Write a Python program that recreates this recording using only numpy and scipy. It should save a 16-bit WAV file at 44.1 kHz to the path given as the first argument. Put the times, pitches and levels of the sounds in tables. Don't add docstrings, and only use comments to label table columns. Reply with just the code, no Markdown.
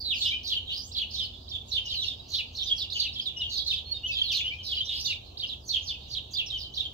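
import sys
import numpy as np
from scipy import signal
from scipy.fft import rfft, irfft
from scipy.io import wavfile
from scipy.ndimage import uniform_filter1d

SR = 44100
rng = np.random.default_rng(int(sys.argv[2]) if len(sys.argv) > 2 else 0)


def file_out(sig):
    cols = np.atleast_2d(sig).T
    lim = np.clip(cols, -1, 1)
    pcm = np.round(lim * 32767).astype(np.int16)
    wavfile.write(sys.argv[1], SR, pcm)


N = 305613


def amp(db):
    return 10 ** (np.asarray(db) / 20)


def evened(x):
    return x / np.sqrt(np.mean(abs(x) ** 2) + 1e-20)


def read(points, hz):
    f, value = np.transpose(points)
    return np.interp(np.log(hz + 1), np.log(f + 1), value)


def wander(chance, hz):
    r = np.exp(-2 * np.pi * hz / SR)
    once = signal.lfilter([1 - r], [1, -r], chance)
    twice = signal.lfilter([1 - r], [1, -r], once)
    return twice / np.sqrt((1 - r) * (1 + r * r) / (1 + r) ** 3)


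def add(mix, s, sound):
    part = mix[:, round(s * SR):][:, :sound.shape[1]]
    part += sound[:, :part.shape[1]]


# (frequency [Hz], relative level [dB per Hz])
TRAFFIC_COLOUR = [(15, -46), (28, -12), (45, -1.5), (59, -2), (88, -0.5), (112, -11), (171, -15),
                  (768, -22), (1240, -33.5), (1560, -44), (1700, -40.5), (2210, -84), (3740, -120)]
# (frequency [Hz], left-right correlation [-1 to 1])
TRAFFIC_LIKENESS = [(60, .98), (200, .87), (380, .35), (700, -.05), (1290, -.3), (2400, 0)]
TRAFFIC_DB = -46.5


def traffic_wash():
    frames, hz = N // 512 + 5, np.fft.rfftfreq(2048, 1 / SR)
    a, b, c, d, patches = rng.standard_normal((frames, 1025, 5)).T
    patches = uniform_filter1d(uniform_filter1d(patches, 6, 0), 16, 1)
    swell_db = 0.59 * evened(patches)
    same = np.clip(read(TRAFFIC_LIKENESS, hz), -1, 1)[:, None]
    left = a + 1j * b
    right = same * left + np.sqrt(1 - same ** 2) * (c + 1j * d)
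    spectrum = np.array([left, right]) * amp(read(TRAFFIC_COLOUR, hz)[:, None] + swell_db)
    wash = signal.istft(spectrum, nperseg=2048, noverlap=1536)[1][:, :N]
    return amp(TRAFFIC_DB) * evened(wash)


# (pitch [Hz], wavering width [Hz], level at the start [dB], drift [dB per s])
ENGINE_DRONES = [(62.9, 8.2, -50.5, -0.2), (86.6, 6.15, -50, -0.3), (123.8, 7.31, -60, 0.44),
                 (247.3, 28, -60.5, -2.5)]


def engine_drones():
    out = np.zeros(N)
    t = np.arange(N) / SR
    for f, width_hz, db, db_per_s in ENGINE_DRONES:
        drift, swell = rng.standard_normal((2, N))
        waver_hz = width_hz / 2 * wander(drift, 1.405)
        turns = f * t + np.cumsum(waver_hz) / SR
        level_db = db + db_per_s * t + 2.5 * wander(swell, 11.0)
        out += amp(level_db) * np.sqrt(2) * np.sin(2 * np.pi * turns)
    return out


def blur():
    band = signal.butter(3, [3000., 7400.], "band", fs=SR, output="sos")
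    return amp(-62) * signal.sosfilt(band, rng.standard_normal((2, N)))


ECHO_DB, ECHO_T60 = -6, 0.32


def yard(x):
    taps = np.zeros((2, SR // 2))
    slots = np.arange(120, SR // 2 - 22, 22)
    at = slots + rng.integers(0, 22, (2, len(slots)))
    np.put_along_axis(taps, at, rng.choice([-1., 1.], at.shape), 1)
    hz, t, spectrum = signal.stft(taps, SR, nperseg=128)
    t60 = ECHO_T60 * (3500 / (hz[:, None] + 1500)) ** .5
    tail = signal.istft(spectrum * amp(-60 * t / t60), SR, nperseg=128)[1]
    return signal.fftconvolve(x, tail / np.linalg.norm(tail[0]), axes=1)[:, :N]


# (multiple of the pitch, level [dB])
VOICE_OVERTONES = [(2, -35.5), (3, -47.5)]


def voice(hz, size, warble_hz):
    z = rng.standard_normal((5, 8000))
    rates_hz = [180., 170., 640.]
    shake, flutter, rasp = (wander(z[k], f)[400:400 + len(hz)] for k, f in enumerate(rates_hz))
    turns = np.cumsum(hz + warble_hz * (hz / 3600.) ** 1.082 * shake) / SR
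    burr = np.clip(warble_hz / 300, 0, 1)
    tone = (1 + (0.022 + 0.28 * burr) * rasp) * np.sin(2 * np.pi * turns)
    for k, k_db in VOICE_OVERTONES:
        tone += amp(k_db + 6.5 * burr) * (1 + burr * rasp) * np.sin(2 * np.pi * k * turns)
    tone += amp(-54.0 + 5.5 * burr) * z[3, :len(hz)]
    tone *= size * amp((0.96 + 0.5 * burr) * flutter)
    lag = int(np.clip(9.89 + 5.0 * z[4, 0], -20, 20))
    pan_db = 0.62 * z[4, 1]
    pair = np.zeros((2, len(hz) + 40))
    pair[0, 20 + lag:][:len(hz)] = amp(pan_db / 2) * tone
    pair[1, 20:][:len(hz)] = amp(-pan_db / 2) * tone
    return pair


def note(ms, start_hz, end_hz, db, warble_hz):
    u = np.linspace(0, 1, int(abs(ms) * SR / 1000) + 2)
    swell = np.sin(np.pi * u ** 0.93) ** 0.75
    return voice(start_hz + (end_hz - start_hz) * u, amp(db) * swell, warble_hz)


def chirp(shape, stretch, factor, db):
    ms, hz, shape_db = np.transpose(shape)
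    t = np.arange(0, ms[-1], 1000 / SR / stretch)
    rounded_hz = uniform_filter1d(factor * np.interp(t, ms, hz), size=120)
    level = amp(db + np.interp(t, ms, shape_db))
    return voice(rounded_hz, level * signal.windows.tukey(len(t), .22), 137.0)


def flock(rows, birds=()):
    out = np.zeros((2, N))
    for s, *row in rows:
        add(out, max(s, 0), note(*row))
    for shape, calls in birds:
        for s, *row in calls:
            add(out, s, chirp(shape, *row))
    return signal.sosfilt(signal.butter(6, 2200., "high", fs=SR, output="sos"), out)


FAR_COUNT, FAR_DB, FAR_SPREAD_DB = 300, -55, 2.2


def far_notes():
    u, z = rng.random((FAR_COUNT, 4)).T, rng.standard_normal((FAR_COUNT, 2)).T
    hz = 3050 + 1900 * u[3] ** 2
    fall = np.clip(500 + 500 * z[0], -800, 1200)
    db = FAR_DB + FAR_SPREAD_DB * z[1] - 2.0 * u[3] ** 2
    return np.transpose([u[0] * N / SR, 40 + 90 * u[1], hz + fall / 2, hz - fall / 2, db, 100 + 200 * u[2]])


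# (time [s], length [ms], start pitch [Hz], level [dB])
PEEP_NOTES = [(0.001, 34, 4580, -34), (0.043, 41, 4070, -33), (0.091, 18, 3840, -36),
              (0.313, 69, 3237, -28.5), (0.686, 50, 3900, -35), (0.749, 99, 4890, -44),
              (0.967, 27, 4500, -36), (1.013, 40, 3050, -35.5), (1.105, 18, 5050, -43),
              (1.195, 63, 3202, -31), (1.33, 35, 3540, -42), (1.53, 42, 3600, -34.5), (1.6, 30, 3576, -42),
              (1.774, 19.3, 3162, -23), (1.847, 42.4, 2988, -33.5), (1.855, 17, 5550, -42.5),
              (1.897, 74, 3263, -31.5), (1.966, 61, 4050, -28), (2.08, 8.3, 3700, -22.5),
              (2.19, 24, 3860, -42), (2.662, 32, 4790, -37), (2.707, 32, 3356, -19.5),
              (3.061, 50, 3865, -35), (3.36, 26, 2950, -32.5), (3.43, 75, 3080, -36),
              (3.366, 42, 5510, -41), (3.393, 51, 3013, -28.5), (3.427, 48, 3314, -31),
              (3.585, 26, 3434, -29), (3.693, 31, 4360, -37), (3.701, 16.7, 3750, -23),
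              (3.725, 31, 3590, -26), (4.07, 30, 5850, -45.5), (4.112, 41, 4870, -36),
              (4.147, 61, 3290, -29), (4.393, 47, 3590, -29.5), (4.582, 45, 3180, -37),
              (4.74, 65, 4940, -40.5), (4.775, 34, 4100, -35), (4.817, 41, 3630, -36),
              (4.846, 31, 5600, -43), (4.89, 15, 3710, -26), (5.062, 32, 3600, -30), (5.073, 45, 2900, -33),
              (5.509, 31, 3620, -39), (5.675, 30, 6030, -38.5), (5.688, 37, 4530, -33),
              (5.758, 19, 3223, -24.5), (5.869, 43, 4550, -33), (6.305, 51, 6430, -48),
              (6.349, 27, 3570, -30.5), (6.518, 71, 3236, -30), (6.605, 20, 3750, -38),
              (6.628, 52, 3176, -39.5), (6.849, 21.6, 3210, -29)]
PEEP_HZ_PER_MS = 4.2
PEEP_WARBLE_HZ, PEEP_WARBLE_POWER = 68, 2.26


def peeps():
    return [(s, ms, hz, hz - PEEP_HZ_PER_MS * ms, db, PEEP_WARBLE_HZ * (hz / 3600) ** PEEP_WARBLE_POWER)
            for s, ms, hz, db in PEEP_NOTES]


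def short_warble(ms):
    return 45. + 2.01 * ms


# (time [s], length [ms], start pitch [Hz], level [dB])
RISE_NOTES = [(0.146, 134, 5780, -46.5), (0.213, 34, 3330, -25.5), (0.241, 59, 4530, -38.5),
              (1.086, 100, 4070, -43), (1.158, 49, 3104, -33), (2.337, 21, 4244, -24),
              (2.338, 39, 3095, -30.5), (2.619, 44, 5370, -41.5), (2.993, 18, 4340, -22),
              (3.152, 115, 3060, -41.5), (3.205, 31, 4720, -41), (4.058, 16, 3094, -29.5),
              (4.169, 43, 3530, -33.5), (4.214, 12, 3173, -17.5), (4.262, 160, 4130, -42),
              (4.453, 9.5, 2910, -33), (4.803, 16, 3104, -22), (4.929, 170, 3620, -36.5),
              (5.431, 9.5, 3060, -38)]
RISE_HZ_PER_MS = 17.


def rises():
    return [(s, ms, hz, hz + RISE_HZ_PER_MS * ms, db, short_warble(ms)) for s, ms, hz, db in RISE_NOTES]


# (time [s], length [ms], start pitch [Hz], level [dB])
DROP_NOTES = [(0.307, 21, 4044, -30.5), (0.667, 50, 3990, -35.5), (0.97, 49, 3990, -31),
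              (1.135, 37, 4410, -31.5), (1.19, 30, 3900, -27), (1.215, 74, 5430, -38.5),
              (1.55, 27.5, 3800, -32.5), (1.89, 43, 4170, -32), (2.01, 49.5, 3950, -28),
              (2.603, 40.4, 4100, -30.5), (2.774, 85, 4947, -30), (2.905, 37, 4300, -36.5),
              (2.953, 29, 3500, -30.5), (2.989, 61, 4280, -31), (3.02, 11, 4420, -26),
              (3.045, 31, 3400, -36.5), (3.194, 9.9, 3476, -23.5), (3.253, 47, 4195, -27),
              (3.406, 27, 4030, -30.5), (3.493, 61, 4850, -35.5), (3.586, 30, 4580, -38),
              (3.57, 27, 5060, -27.5), (3.671, 33.5, 4350, -29.5), (3.773, 28, 4000, -32),
              (4.313, 110, 5304, -27.5), (4.341, 34, 4230, -30), (5.488, 27, 4270, -35),
              (5.053, 23, 4780, -25.5), (5.741, 10, 3300, -32), (5.862, 45, 5460, -41),
              (5.885, 45, 3915, -28.5), (5.919, 45, 3656, -39.5), (6.132, 24, 4390, -30.5),
              (6.165, 21, 3935, -30.5), (6.374, 51, 3803, -25), (6.458, 36, 6020, -38.5),
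              (6.502, 13, 3910, -28.5), (6.573, 100, 5840, -39), (6.768, 22, 4000, -27),
              (6.797, 18.5, 3900, -27.5)]
DROP_HZ_PER_MS = 26.75


def drops():
    return [(s, ms, hz, hz - DROP_HZ_PER_MS * ms, db, short_warble(ms)) for s, ms, hz, db in DROP_NOTES]


# (time [s], length [ms], start pitch [Hz], level [dB], second voice level [dB])
BURR_NOTES = [(0.132, 164, 4920, -37.5, -65), (0.208, 136, 4000, -29.5, -43),
              (1.129, 157, 4220, -35.5, -45), (1.674, 60, 6980, -48.5, -69), (1.72, 94, 3817, -28.5, -42.5),
              (1.839, 160, 5400, -43.5, -70), (1.931, 77, 4490, -36, -49), (2.021, 134, 4230, -34.5, -44.5),
              (2.295, 150, 4450, -33.5, -44.5), (2.542, 118, 4540, -36, -54), (2.654, 98, 3756, -31, -45),
              (2.754, 105, 5980, -41, -65), (2.94, 155, 4810, -35, -45.5), (3.509, 138, 4580, -30.5, -45),
              (3.653, 162, 4123, -33.5, -44), (4.105, 160, 3766, -30.5, -48), (4.85, 164, 3950, -33, -50),
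              (5.088, 75, 4320, -34, -43.5), (5.715, 85, 3748, -27, -45), (5.65, 80, 6730, -47, -67),
              (5.814, 127, 6450, -46.5, -71), (6.094, 99, 4696, -37, -52.5), (6.469, 130, 3860, -38.5, -59),
              (6.738, 160, 4210, -37.5, -53)]
BURR_SAG, BURR_WARBLE_HZ = .76, 205.2
UPPER_RATIO, UPPER_LEAD_S, UPPER_WARBLE_HZ = 1.384, 0.019, 332.7


def burrs():
    rows = []
    for s, ms, hz, db, upper_db in BURR_NOTES:
        upper_hz = UPPER_RATIO * hz
        rows.append((s, ms, hz, BURR_SAG * hz, db, BURR_WARBLE_HZ))
        rows.append((s - UPPER_LEAD_S, ms, upper_hz, BURR_SAG * upper_hz, upper_db, UPPER_WARBLE_HZ))
    return rows


# (time [s], length [ms], start pitch [Hz], end pitch [Hz], level [dB])
WHISTLE_NOTES = [(3.845, 112, 4250, 4390, -40.5), (3.911, 25, 4340, 4330, -26),
                 (3.936, 46, 3757, 3640, -32.5), (4.032, 45, 2807, 3130, -27.5),
                 (4.085, 44, 2674, 2557, -27)]
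WHISTLE_WARBLE_HZ = 15


def whistles():
    return [(*row, WHISTLE_WARBLE_HZ) for row in WHISTLE_NOTES]


# (time into it [ms], length [ms], start pitch [Hz], end pitch [Hz], level [dB], warble depth [Hz])
SONG_PHRASE = [(0, 160, 4730, 2520, -27.5, 102), (66.1, 51, 3740, 2300, -23.5, 21.7),
               (211.8, 62.8, 2860, 3150, -23.5, 115), (276, 46, 2220, 2620, -29, 46),
               (397, 160, 5200, 3400, -32.5, 317), (408.4, 136, 4400, 2575, -30.5, 210),
               (480, 30, 3700, 2680, -20, 33), (529, 28.3, 3260, 2860, -22, 51),
               (653, 81.3, 2950, 3150, -31.5, 167), (660, 68, 3300, 3900, -35, 292),
               (670, 130, 3900, 5300, -35.5, 282), (730, 150, 3700, 8100, -43.5, 190)]
# (time [s], stretch [factor], level shift [dB])
SONG_DELIVERIES = [(0.033, 1.0, -1.5), (4.221, 1.025, -3.5)]


def song():
    return [(s + stretch * at / 1000, stretch * ms, hz, end, db + call_db, warble)
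            for s, stretch, call_db in SONG_DELIVERIES
            for at, ms, hz, end, db, warble in SONG_PHRASE]


# (time [s], stretch [factor], pitch [factor], level [dB])
TWIN_PEAK_SHAPE = [(0, 3000, 2), (22, 5800, -13), (44, 3500, 2), (56.8, 3200, -1.5), (71.4, 3900, -1),
                   (78.3, 3400, 7), (97, 2300, -18.5)]
TWIN_PEAK_TIMES = [(0.910, 1.0, 1.0, -33), (1.475, 1.0, .985, -35), (2.546, 1.0, 1.01, -33),
                   (3.117, 1.02, .975, -35), (5.456, 1.0, .985, -36), (6.107, 1.0, 1.01, -34),
                   (6.734, .97, .99, -33)]
ZIGZAG_SHAPE = [(0, 3000, 7.5), (19.2, 5500, -17.5), (33.97, 3500, 1), (44.65, 4600, -2), (57.62, 2850, -9),
                (69.44, 3300, 4.5), (91.9, 2700, 0)]
ZIGZAG_TIMES = [(1.877, .86, .99, -34), (2.894, .95, 1.0, -31), (5.368, .98, .99, -31)]
SLIDE_SHAPE = [(0, 4100, -4), (14.84, 3800, -2), (35.6, 4000, -0.5), (44.48, 4000, -17.5), (74, 3100, 3),
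               (110.1, 2300, -8.5)]
SLIDE_TIMES = [(0.202, 0.79, 1.09, -26.5), (0.957, 0.83, 1.078, -28), (1.71, 0.77, 1.08, -27.5),
               (2.328, 0.85, 0.99, -28.5), (2.988, 0.87, 0.98, -28.5), (3.657, 0.76, 1.074, -28),
               (4.329, 0.92, 0.974, -30.5), (5.041, 0.86, 0.95, -27.5), (5.685, 0.83, 1.09, -27),
               (6.331, 0.61, 1.22, -30.5)]


def repeating_birds():
    return [(TWIN_PEAK_SHAPE, TWIN_PEAK_TIMES), (ZIGZAG_SHAPE, ZIGZAG_TIMES), (SLIDE_SHAPE, SLIDE_TIMES)]


def scene():
    near_notes = song() + whistles() + burrs() + drops() + rises() + peeps()
    near = flock(near_notes, repeating_birds())
    echoes = yard(amp(ECHO_DB) * near + flock(far_notes()))
    return near + echoes + blur() + traffic_wash() + engine_drones()


# (frequency [Hz], gain [dB])
MICROPHONE_COLOUR = [(30, -10), (45, -5), (6500, 1), (9000, -5), (11500, 8.5), (15500, 17.5)]
# (frequency [Hz], left minus right [dB])
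MICROPHONE_BALANCE = [(400, 0), (750, -2.5), (2800, 2), (3700, -6), (9000, -3)]
HISS_DB, EDGE_HZ = -84.5, 15760


def record(dry):
    hz = np.fft.rfftfreq(N, 1 / SR)
    colour_db = read(MICROPHONE_COLOUR, hz) + np.outer([.5, -.5], read(MICROPHONE_BALANCE, hz))
    noisy = dry + amp(HISS_DB) * rng.standard_normal(dry.shape)
    coloured = irfft(rfft(noisy) * amp(colour_db), N)
    low_pass = signal.firwin(1023, EDGE_HZ, window=("kaiser", 9), fs=SR)
    return signal.oaconvolve(coloured, low_pass[None], "same")


dry = scene()
out = record(dry)
file_out(out)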